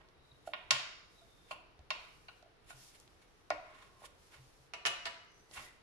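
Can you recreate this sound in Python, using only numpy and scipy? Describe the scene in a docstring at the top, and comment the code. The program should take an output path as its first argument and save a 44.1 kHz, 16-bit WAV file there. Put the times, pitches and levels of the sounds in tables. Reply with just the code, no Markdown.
"""A desk in a small, lively room, the microphone close to a plastic cutting mat. A paper card is
burnished with a bone folder, then slid round and picked up. Paper hisses, scuffs and faintly whistles
as its fibres catch; nails tick, the hands rock the desk, fingers thud, the folder knocks the mat into
ringing and the card's edge flaps down. The room answers every knock over a faint steady background."""
import sys
import numpy as np
from scipy import signal
from scipy.fft import rfft, irfft
from scipy.io import wavfile
from scipy.ndimage import uniform_filter1d

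SR = 44100
rng = np.random.default_rng(int(sys.argv[2]) if len(sys.argv) > 2 else 0)


def wav_record(signal):
    """Record a signal, one row per channel, as 16-bit PCM in the file named by sys.argv[1]."""
    frames = np.transpose(np.atleast_2d(signal))
    bounded = np.clip(frames, -1, 1)
    # unit amplitude maps onto the largest positive 16-bit level
    quanta = np.round(bounded * 32767).astype(np.int16)
    wavfile.write(sys.argv[1], SR, quanta)


N = 256662
SIZE = 8192  # samples in a filter or a short sound
FREQ = np.maximum(np.fft.rfftfreq(SIZE, 1 / SR), 1)
TIME, AGE = np.arange(N) / SR, np.arange(SIZE) / SR
LEAD_S = SIZE / SR  # a swelling sound starts this long before its peak
FROM_PEAK = TIME[:2 * SIZE] - LEAD_S


def undb(db):
    """Decibels to gain."""
    return 10 ** (np.asarray(db) / 20)

def unit(x):
    """Scale to rms 1."""
    return x / np.sqrt(np.mean(x ** 2))

def colour(points, hz=FREQ):
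    """Gain of a spectrum drawn through (frequency [Hz], level [dB]) points."""
    f, db = np.transpose(points)
    return undb(np.interp(np.log(hz), np.log(f), db))

def peaks(modes):
    """Gain of a set of resonances."""
    return np.sqrt(sum(undb(2 * db) / (1 + (2 * (FREQ - hz) / width) ** 2) for hz, width, db in modes))

def damped(hz, t60, age):
    """One mode dying away."""
    return np.sin(2 * np.pi * hz * age) * np.exp(-np.log(1000) * age / t60)

def through(x, gain):
    """Filter each channel with a minimum-phase response, which starts at once."""
    cepstrum = irfft(np.log(gain + 1e-6))
    cepstrum[1:SIZE // 2] *= 2
    cepstrum[SIZE // 2 + 1:] = 0
    impulse = irfft(np.exp(rfft(cepstrum)))
    return signal.fftconvolve(x, impulse[None], axes=1)[:, :x.shape[1]]

def spread(mid_side, apart_hz, bass_width):
    """Mid and side to left and right: alike in the bass, unrelated above apart_hz."""
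    mid, side = rfft(mid_side)
    width = np.clip(bass_width + (np.linspace(0, SR / 2, len(mid)) / apart_hz) ** 2, 0, 1)
    return irfft(np.array([mid + width * side, mid - width * side]) / np.sqrt(1 + width ** 2))

def add(out, s, x, db, pan_db=0):
    """Place a sound; db is its energy spread over 10 ms, pan_db is left minus right."""
    start = int(s * SR)
    gains = undb(db + np.array([[pan_db], [-pan_db]]) / 2)
    x = x * np.sqrt(SR / 100 / np.mean(np.sum(x ** 2, axis=1))) * gains
    x, start = x[:, max(-start, 0):], max(start, 0)
    out[:, start:start + x.shape[1]] += x[:, :N - start]


# room tone at the microphone: (frequency [Hz], relative level [dB])
ROOM_TONE = [(12, -29.5), (20, 4), (128, -3), (235, -10.5), (328, -5.5), (470, -5.5), (540, -9.5),
             (1080, -11), (1590, -13.5), (3460, -20), (3860, -20), (5850, -28.5), (8380, -69),
             (9900, -30.5), (15000, -93.5)]

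def room_tone(db=-65.5):
    """Rumble and faint hiss from all round; the rumble swells and sinks a little."""
    f, knots = np.maximum(np.fft.rfftfreq(N, 1 / SR), 1), np.arange(0, N / SR, .06)
    white = spread(rng.standard_normal((2, N)), apart_hz=1600, bass_width=0.61)
    air = rfft(white) * colour(ROOM_TONE, f)
    low = 1 / (1 + (f / 200) ** 2)
    swell = undb(2.3 * np.interp(TIME, knots, rng.standard_normal(len(knots))))
    return unit(irfft(air * low) * swell + irfft(air * (1 - low))) * undb(db)


def friction(size, grain_db, patchy_db):
    """Paper fibres catch and let go: noise of uneven grains that comes in patches."""
    grains = np.repeat(rng.standard_normal(size // 16 + 1), 16)[:size]
    knots = np.arange(0, size / SR, .012)
    patches = np.interp(TIME[:size], knots, rng.standard_normal(len(knots)))
    white = spread(rng.standard_normal((2, size)), apart_hz=1500, bass_width=0.073)
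    return white * undb(grain_db * grains + patchy_db * patches)

# sliding paper, heard close: (frequency [Hz], relative level [dB])
SLIDE_SPECTRUM = [(290, -46.5), (500, -29.5), (655, -42), (788, 1), (1540, -19.5), (1850, 0.5), (1990, -5),
                  (5540, 4), (8250, -2.5), (10800, -1), (15000, -17)]
# strokes of hand and card over the mat: (start [s], length [s], relative level [dB])
HAND_STROKES = [(0.195, 1, -83.5), (1.054, 0.5, -77.5), (1.91, 0.48, -76.5), (2.717, 0.17, -64.5),
                (2.927, 0.081, -71), (3.007, 1, -81.5), (3.732, 0.74, -80.5), (4.14, 0.515, -74.5),
                (5.29, 0.45, -81), (5.482, 0.16, -63.5)]

def sliding(attack_s=0.092, sag_db_per_s=9.5, release_s=0.05):
    """A soft friction hiss: each stroke gets up to speed, slows steadily and stops."""
    tone = colour(SLIDE_SPECTRUM) * FREQ / np.hypot(FREQ, 700)
    hiss = through(friction(N, grain_db=1.5, patchy_db=1.0), tone)
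    power = undb(-88.5) ** 2  # resting hands still rustle a little
    for start, length, db in HAND_STROKES:
        age = np.maximum(TIME - start, 0)
        attack = np.minimum(age / attack_s, 1)
        release = np.exp(-np.maximum(age - length, 0) / release_s)
        power = power + (attack * undb(db - sag_db_per_s * age) * release) ** 2
    return unit(hiss) * np.sqrt(power) * undb(5)


# the mat lying on the desk: (frequency [Hz], width [Hz], relative level [dB])
MAT_RESONANCES = [(310, 14, 13.5), (608, 49, 17.5), (1065, 56, 16), (1429, 14, 18.5), (1870, 54, 11.5),
                  (2205, 17, 12), (2410, 140, 1.5), (2735, 19, 15), (2910, 5.7, 13.5), (3400, 22, -18.5),
                  (3220, 80, 5), (3685, 52, 12.5), (4300, 9.5, 10), (4360, 69, 7.5), (4600, 17, 6),
                  (5200, 110, 2.5), (5360, 20, 15.5), (5770, 10, 11), (7090, 290, 15)]

def mat(ring_db):
    """Gain of the mat's resonances over its dense modes; ring_db says how well a contact drives them."""
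    return np.hypot(1, undb(ring_db) * peaks(MAT_RESONANCES))

# the dying ring and the scuffs, heard close: (frequency [Hz], relative level [dB])
RING_AND_SCUFF_SPECTRUM = [(150, -14.5), (450, -8.5), (700, -2), (1400, 3), (2400, 3.5), (3500, -1),
                           (7000, -13.5), (10500, -10), (13000, -26), (15000, -35.5)]
# a knock's ring dying away at the very start, then card and skin scuffing the mat:
# (peak time [s], level [dB], rise [s], fall [s], treble tilt [dB/octave])
RING_AND_SCUFFS = [(.01, -58.5, 0.014, 0.038, -5), (0.477, -55, 0.012, 0.017, 5),
                   (1.519, -49, 0.016, 0.015, 2), (2.712, -50, 0.024, 0.026, 5),
                   (2.954, -57.5, 0.021, .017, 4.5), (3.229, -64, 0.021, 0.017, 2.5),
                   (3.66, -52.5, 0.024, 0.24, -4), (3.831, -51, 0.13, 0.047, -0.5),
                   (4.045, -51.5, 0.017, 0.0094, -11.5), (4.06, -50, 0.035, 0.0099, 5),
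                   (4.35, -52.5, 0.031, 0.022, 0.5), (5.545, -48.5, 0.014, 0.024, 6.5),
                   (5.576, -40.5, 0.014, 0.035, -1), (5.654, -54.5, 0.025, 0.063, 2)]

def ring_and_scuffs():
    """A knock's ring dies away, then scuffs swell and stop: grainy noise coloured by the mat."""
    out = np.zeros((2, N))
    body = colour(RING_AND_SCUFF_SPECTRUM) * mat(ring_db=-6.5) * FREQ / np.hypot(FREQ, 200)
    for s, db, rise, fall, tilt_db in RING_AND_SCUFFS:
        tilt = undb(tilt_db * np.log2(np.maximum(FREQ / 700, 1)))
        grainy = through(friction(2 * SIZE, grain_db=2, patchy_db=3.0), body * tilt)
        swell = np.exp(-np.maximum(-FROM_PEAK / rise, FROM_PEAK / fall))
        add(out, s - LEAD_S, grainy * swell, db, pan_db=-2.5)
    return out


def chatter(t60, size=SIZE, bass_width=0.22):
    """A contact and its dense rebounds: a burst with an even spectrum that dies away steadily."""
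    fade = undb(-60 * TIME[:size] / t60)
    burst = rng.standard_normal((2, size)) * fade
    span = int(t60 * SR / 12) + 2
    for _ in range(3):  # even out the spectrum and the decay in turn
        spectrum = rfft(burst)
        even = irfft(spectrum / (np.abs(spectrum) + 1e-12))
        envelope = np.sqrt(np.abs(uniform_filter1d(even ** 2, span)) + 1e-14)
        burst = even / envelope * fade
    return spread(burst, apart_hz=1400, bass_width=bass_width)

def contact(cut_hz, order):
    """A softer contact lasts longer and loses the treble."""
    return 1 / np.sqrt(1 + (FREQ / cut_hz) ** (2 * order))

# the folder's tip, nails and paper, straight ahead: (time [s], level [dB], band centre [Hz])
TIP_TICKS = [(.087, -71, 4000), (.7093, -28, 5220), (1.7918, -70, 4300), (2.426, -68.5, 4190),
             (3.0, -62.5, 8100), (3.077, -66, 3200), (3.5034, -43, 4700), (5.5125, -60.5, 4300)]

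def ticks(stray_count=6, stray_db=-79, stray_hz=8000):
    """Tiny hard contacts click, about an octave wide; fainter ones come by chance as fingers shift."""
    out = np.zeros((2, N))
    strays = [(when * N / SR, stray_db + 1 - 2 * softness, stray_hz)
              for when, softness in rng.random((stray_count, 2))]
    for s, db, hz in list(TIP_TICKS) + strays:
        band = 1 / (1 + (1.02 * (FREQ / hz - hz / FREQ)) ** 2)
        add(out, s, through(chatter(t60=0.013), contact(6100, 2.1) * band), db)
    return out


# the desk top under the mat: (frequency [Hz], t60 [s], relative level [dB])
DESK_RESONANCES = [(68, 0.092, 4), (129.6, 0.32, 0)]
# the hands lean on the desk: (time [s], relative level [dB], tilt [dB/octave])
DESK_BUMPS = [(0.179, -65, -17), (0.308, -62.5, -5), (0.716, -53, 20), (1.79, -56.5, -24),
              (2.732, -59.5, 21), (3.51, -62, -13), (4.383, -56, 3), (4.589, -65, -8), (4.856, -62, 20),
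              (5.57, -59, -12.5)]

def desk_bumps(rise_s=0.015):
    """The hands' weight rocks the desk top briefly; a slow lean favours the low mode."""
    out, age = np.zeros((2, N)), TIME[:SR // 2]
    for s, db, tilt_db in DESK_BUMPS:
        swing = sum(undb(mode_db + tilt_db * np.log2(hz)) * damped(hz, t60, age)
                    for hz, t60, mode_db in DESK_RESONANCES)
        add(out, s, swing[None] * (1 - np.exp(-age / rise_s)), db + 3.5)
    return out


# rubbed paper, close and dry: (peak time [s], half length [s], level [dB], pitch [Hz])
PAPER_SQUEAKS = [(0.308, 0.11, -63, 3830), (0.317, 0.0034, -62.5, 3880), (1.196, 0.025, -61.5, 3800),
                 (1.394, 0.17, -60, 3630), (3.338, 0.14, -72.5, 5980), (3.953, 0.13, -57, 1060),
                 (5.377, 0.063, -62.5, 6020), (5.64, 0.073, -50, 1970)]

def squeaks():
    """Rubbing sticks and slips at a loose rate: a faint, breathy whistle."""
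    out = np.zeros((2, N))
    for s, half_length, db, hz in PAPER_SQUEAKS:
        width_hz = 155 + 0.0092 * hz
        whistle = through(friction(2 * SIZE, grain_db=3.0, patchy_db=1.5), peaks([(hz, width_hz, 0)]) ** 2)
        swell = np.exp(-(FROM_PEAK / half_length) ** 2 / 2)
        add(out, s - LEAD_S, whistle * swell, db)
    return out


# fingers on the mat, right of the microphone: (time [s], level [dB], push time [s])
FINGER_PRESSES = [(.474, -40, 0.0015), (1.213, -61.5, 0.0056), (1.511, -50.5, 0.00086),
                  (1.792, -65, 0.0012), (2.426, -59.5, 0.0015), (2.459, -61.5, 0.002),
                  (3.5045, -30.5, 0.0014), (4.0195, -59, 0.00073), (5.5116, -63.5, 0.00026)]

def presses(swing_hz=684, overtone_hz=1400, reflection_s=0.015):
    """A padded push swings the mat for a few cycles and damps its ring; a weak reflection follows."""
    out = np.zeros((2, N))
    body = mat(ring_db=-19)
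    low_ring = undb(-28.5) * damped(hz=304, t60=0.13, age=AGE)
    for s, db, push_s in FINGER_PRESSES:
        push = (AGE / push_s) ** 2 * np.exp(-AGE / push_s)
        swing = np.sin(2 * np.pi * swing_hz * AGE) * push
        overtone = undb(-14) * np.sin(2 * np.pi * overtone_hz * AGE) * push
        reflection = undb(-7.5) * np.roll(swing, int(reflection_s * SR))
        thud = swing + overtone + reflection + low_ring
        add(out, s, through(thud[None], body), db, pan_db=-3.5)
    return out


def spot(node_hz, depth_db):
    """Modes with a node at the struck spot stay weak: dips at multiples of node_hz (peaks if depth < 0)."""
    return undb(-depth_db * np.cos(np.pi * FREQ / node_hz) ** 4 * np.minimum(1, FREQ / node_hz))

def strike(near, far, s, db, tone, t60, pan_db, room_db):
    """One blow: near goes straight to the microphone, far goes into the room."""
    burst = chatter(t60)
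    add(near, s, through(burst, tone), db, pan_db)
    # the room gathers sound from all directions, which evens out the resonances
    all_round = np.sqrt(tone * uniform_filter1d(tone, size=60))
    add(far, s, through(burst, all_round), db + room_db)

# the bone folder: (frequency [Hz], width [Hz], relative level [dB])
FOLDER_RESONANCES = [(698, 66, 3.5), (1450, 70, 4.5), (2160, 34, -18.5), (2370, 60, -6.5), (2747, 70, -19),
                     (2860, 41, 0), (3900, 90, -4), (4320, 103, -2)]
# a knock, heard close: (frequency [Hz], relative level [dB])
KNOCK_SPECTRUM = [(60, -35.5), (200, -21.5), (450, -29), (650, -8), (1000, -1.5), (1600, -3.5), (2400, 4.5),
                  (3700, 0.5), (5400, 0.5), (7000, -12.5), (8500, -14.5), (10800, -5.5), (12500, -34),
                  (15000, -33)]
# folder on the mat, just right of centre: (time [s], level [dB], cut-off [Hz], roll-off order [-],
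# chatter t60 [s], node [Hz], node depth [dB], relative folder ring [dB])
FOLDER_KNOCKS = [(0.5348, -36.5, 3460, 5, 0.042, 1410, 3.5, -5),
                 (0.5429, -44.5, 2600, 5, 0.02, 2070, 20, -10),
                 (0.707, -22.5, 9000, 3, .053, 1590, -3.5, -21.5),
                 (1.5101, -39, 2150, 1.8, 0.069, 1874, 16.5, -32),
                 (1.9044, -31.5, 4160, 1.6, 0.041, 1790, 3.5, -14.5),
                 (2.2838, -48.5, 3380, 2, .07, 1840, 16, 7.5),
                 (2.705, -49.5, 1644, 3, 0.087, 1755, 6.5, 15.5),
                 (3.5035, -32.5, 2100, 2.3, 0.087, 3180, 11, -19)]

def folder_knocks(near, far):
    """Mat and folder ring together; the harder the contact, the more it radiates into the room."""
    for s, db, cut_hz, order, t60, node_hz, depth_db, ring_db in FOLDER_KNOCKS:
        folder = undb(ring_db + 9) * peaks(FOLDER_RESONANCES)
        body = np.hypot(mat(ring_db=-0.5) * spot(node_hz, depth_db), folder)
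        tone = colour(KNOCK_SPECTRUM) * body * contact(cut_hz, order)
        room_db = -4.5 + 1.74 * np.log2(cut_hz / 4850)
        strike(near, far, s, db, tone, t60, pan_db=-0.5, room_db=room_db)


# the card lying on the mat: (frequency [Hz], width [Hz], level above the dense modes [dB])
CARD_RESONANCES = [(445, 13, 14), (672, 29, 16.5), (978, 14, 16.5), (1174, 6, 19), (1365, 110, 11),
                   (1796, 33, 14.5), (2163, 19, 11.5), (2530, 33, 5), (2640, 24, 0), (2920, 19, 16),
                   (2995, 19, -18), (4230, 27, -8), (5030, 25, 9)]
# a flap, heard close: (frequency [Hz], relative level [dB])
FLAP_SPECTRUM = [(100, -35), (300, -19.5), (500, -17.5), (680, -9), (1400, -6), (2700, 0), (3700, -6),
                 (5400, -3.5), (8400, -14.5), (10600, -12.5), (12500, -26), (15000, -33)]
# the card's edge, to either side of the microphone: (time [s], level [dB], cut-off [Hz],
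# flutter t60 [s], node [Hz], node depth [dB], left minus right [dB])
CARD_FLAPS = [(4.736, -40, 5600, 0.071, 1660, 7, -4), (4.853, -30, 6200, 0.041, 4500, 2.5, -4),
              (4.860, -31, 11000, 0.082, 3430, -7, 7.5), (4.8671, -31.5, 12400, 0.066, 1670, 4, -8),
              (5.0551, -36, 6330, 0.084, 4000, -6, -1.5), (5.0659, -40, 5500, 0.071, 2900, 16, -4)]

def card_flaps(near, far):
    """The edge flaps down and flutters, ringing the card's modes."""
    for s, db, cut_hz, t60, node_hz, depth_db, pan_db in CARD_FLAPS:
        body = np.hypot(1, peaks(CARD_RESONANCES)) * spot(node_hz, depth_db)
        tone = colour(FLAP_SPECTRUM) * body * contact(cut_hz, order=1.8)
        strike(near, far, s, db, tone, t60, pan_db, room_db=-3.5)


# the small room round the desk: (frequency [Hz], t60 [s], relative level [dB])
ROOM_BANDS = [(146, 0.33, 12), (580, 0.54, 1.5), (1205, 0.77, -4.5), (2680, 0.59, -0.5), (5400, 0.77, -7.5),
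              (8050, .48, -3.5), (13000, 0.27, -1)]

def room(x, build_s=0.00089):
    """Diffuse echoes build up quickly and die soonest in the bass and the top treble."""
    hz, t60, db = np.transpose(ROOM_BANDS)
    age, f = TIME[:SR], np.fft.rfftfreq(SR, 1 / SR)
    echoes, tail = rfft(chatter(max(t60), size=SR, bass_width=0.099)), 0
    for share, band_t60, band_db in zip(np.eye(len(hz)), t60, db):
        band = irfft(echoes * np.interp(f, hz, share), SR)
        absorbed = np.exp(-np.log(1000) * age * (1 / band_t60 - 1 / max(t60)))
        tail = tail + band * absorbed * undb(band_db)
    tail *= 1 - np.exp(-(age / build_s) ** 2)
    tail *= 1 - (age / age[-1]) ** 10  # the tail closes in silence
    return signal.fftconvolve(x, unit(tail) / np.sqrt(SR), axes=1)[:, :N]


def scene():
    """At the microphone: the handling up close, the echoes and room tone behind it."""
    near, far = np.zeros((2, 2, N))
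    folder_knocks(near, far)
    card_flaps(near, far)
    thuds = presses()
    light_sounds = ticks() + sliding() + ring_and_scuffs()
    near += thuds + light_sounds + squeaks() + desk_bumps()
    far += undb(-11) * thuds + undb(-8.5) * light_sounds
    return near + room(far) + room_tone()

def record(dry):
    """The recorder cuts the top steeply."""
    top_hz = 15300
    return signal.sosfilt(signal.ellip(8, .2, 70, top_hz, fs=SR, output="sos"), dry)


dry = scene()
out = record(dry)
wav_record(out)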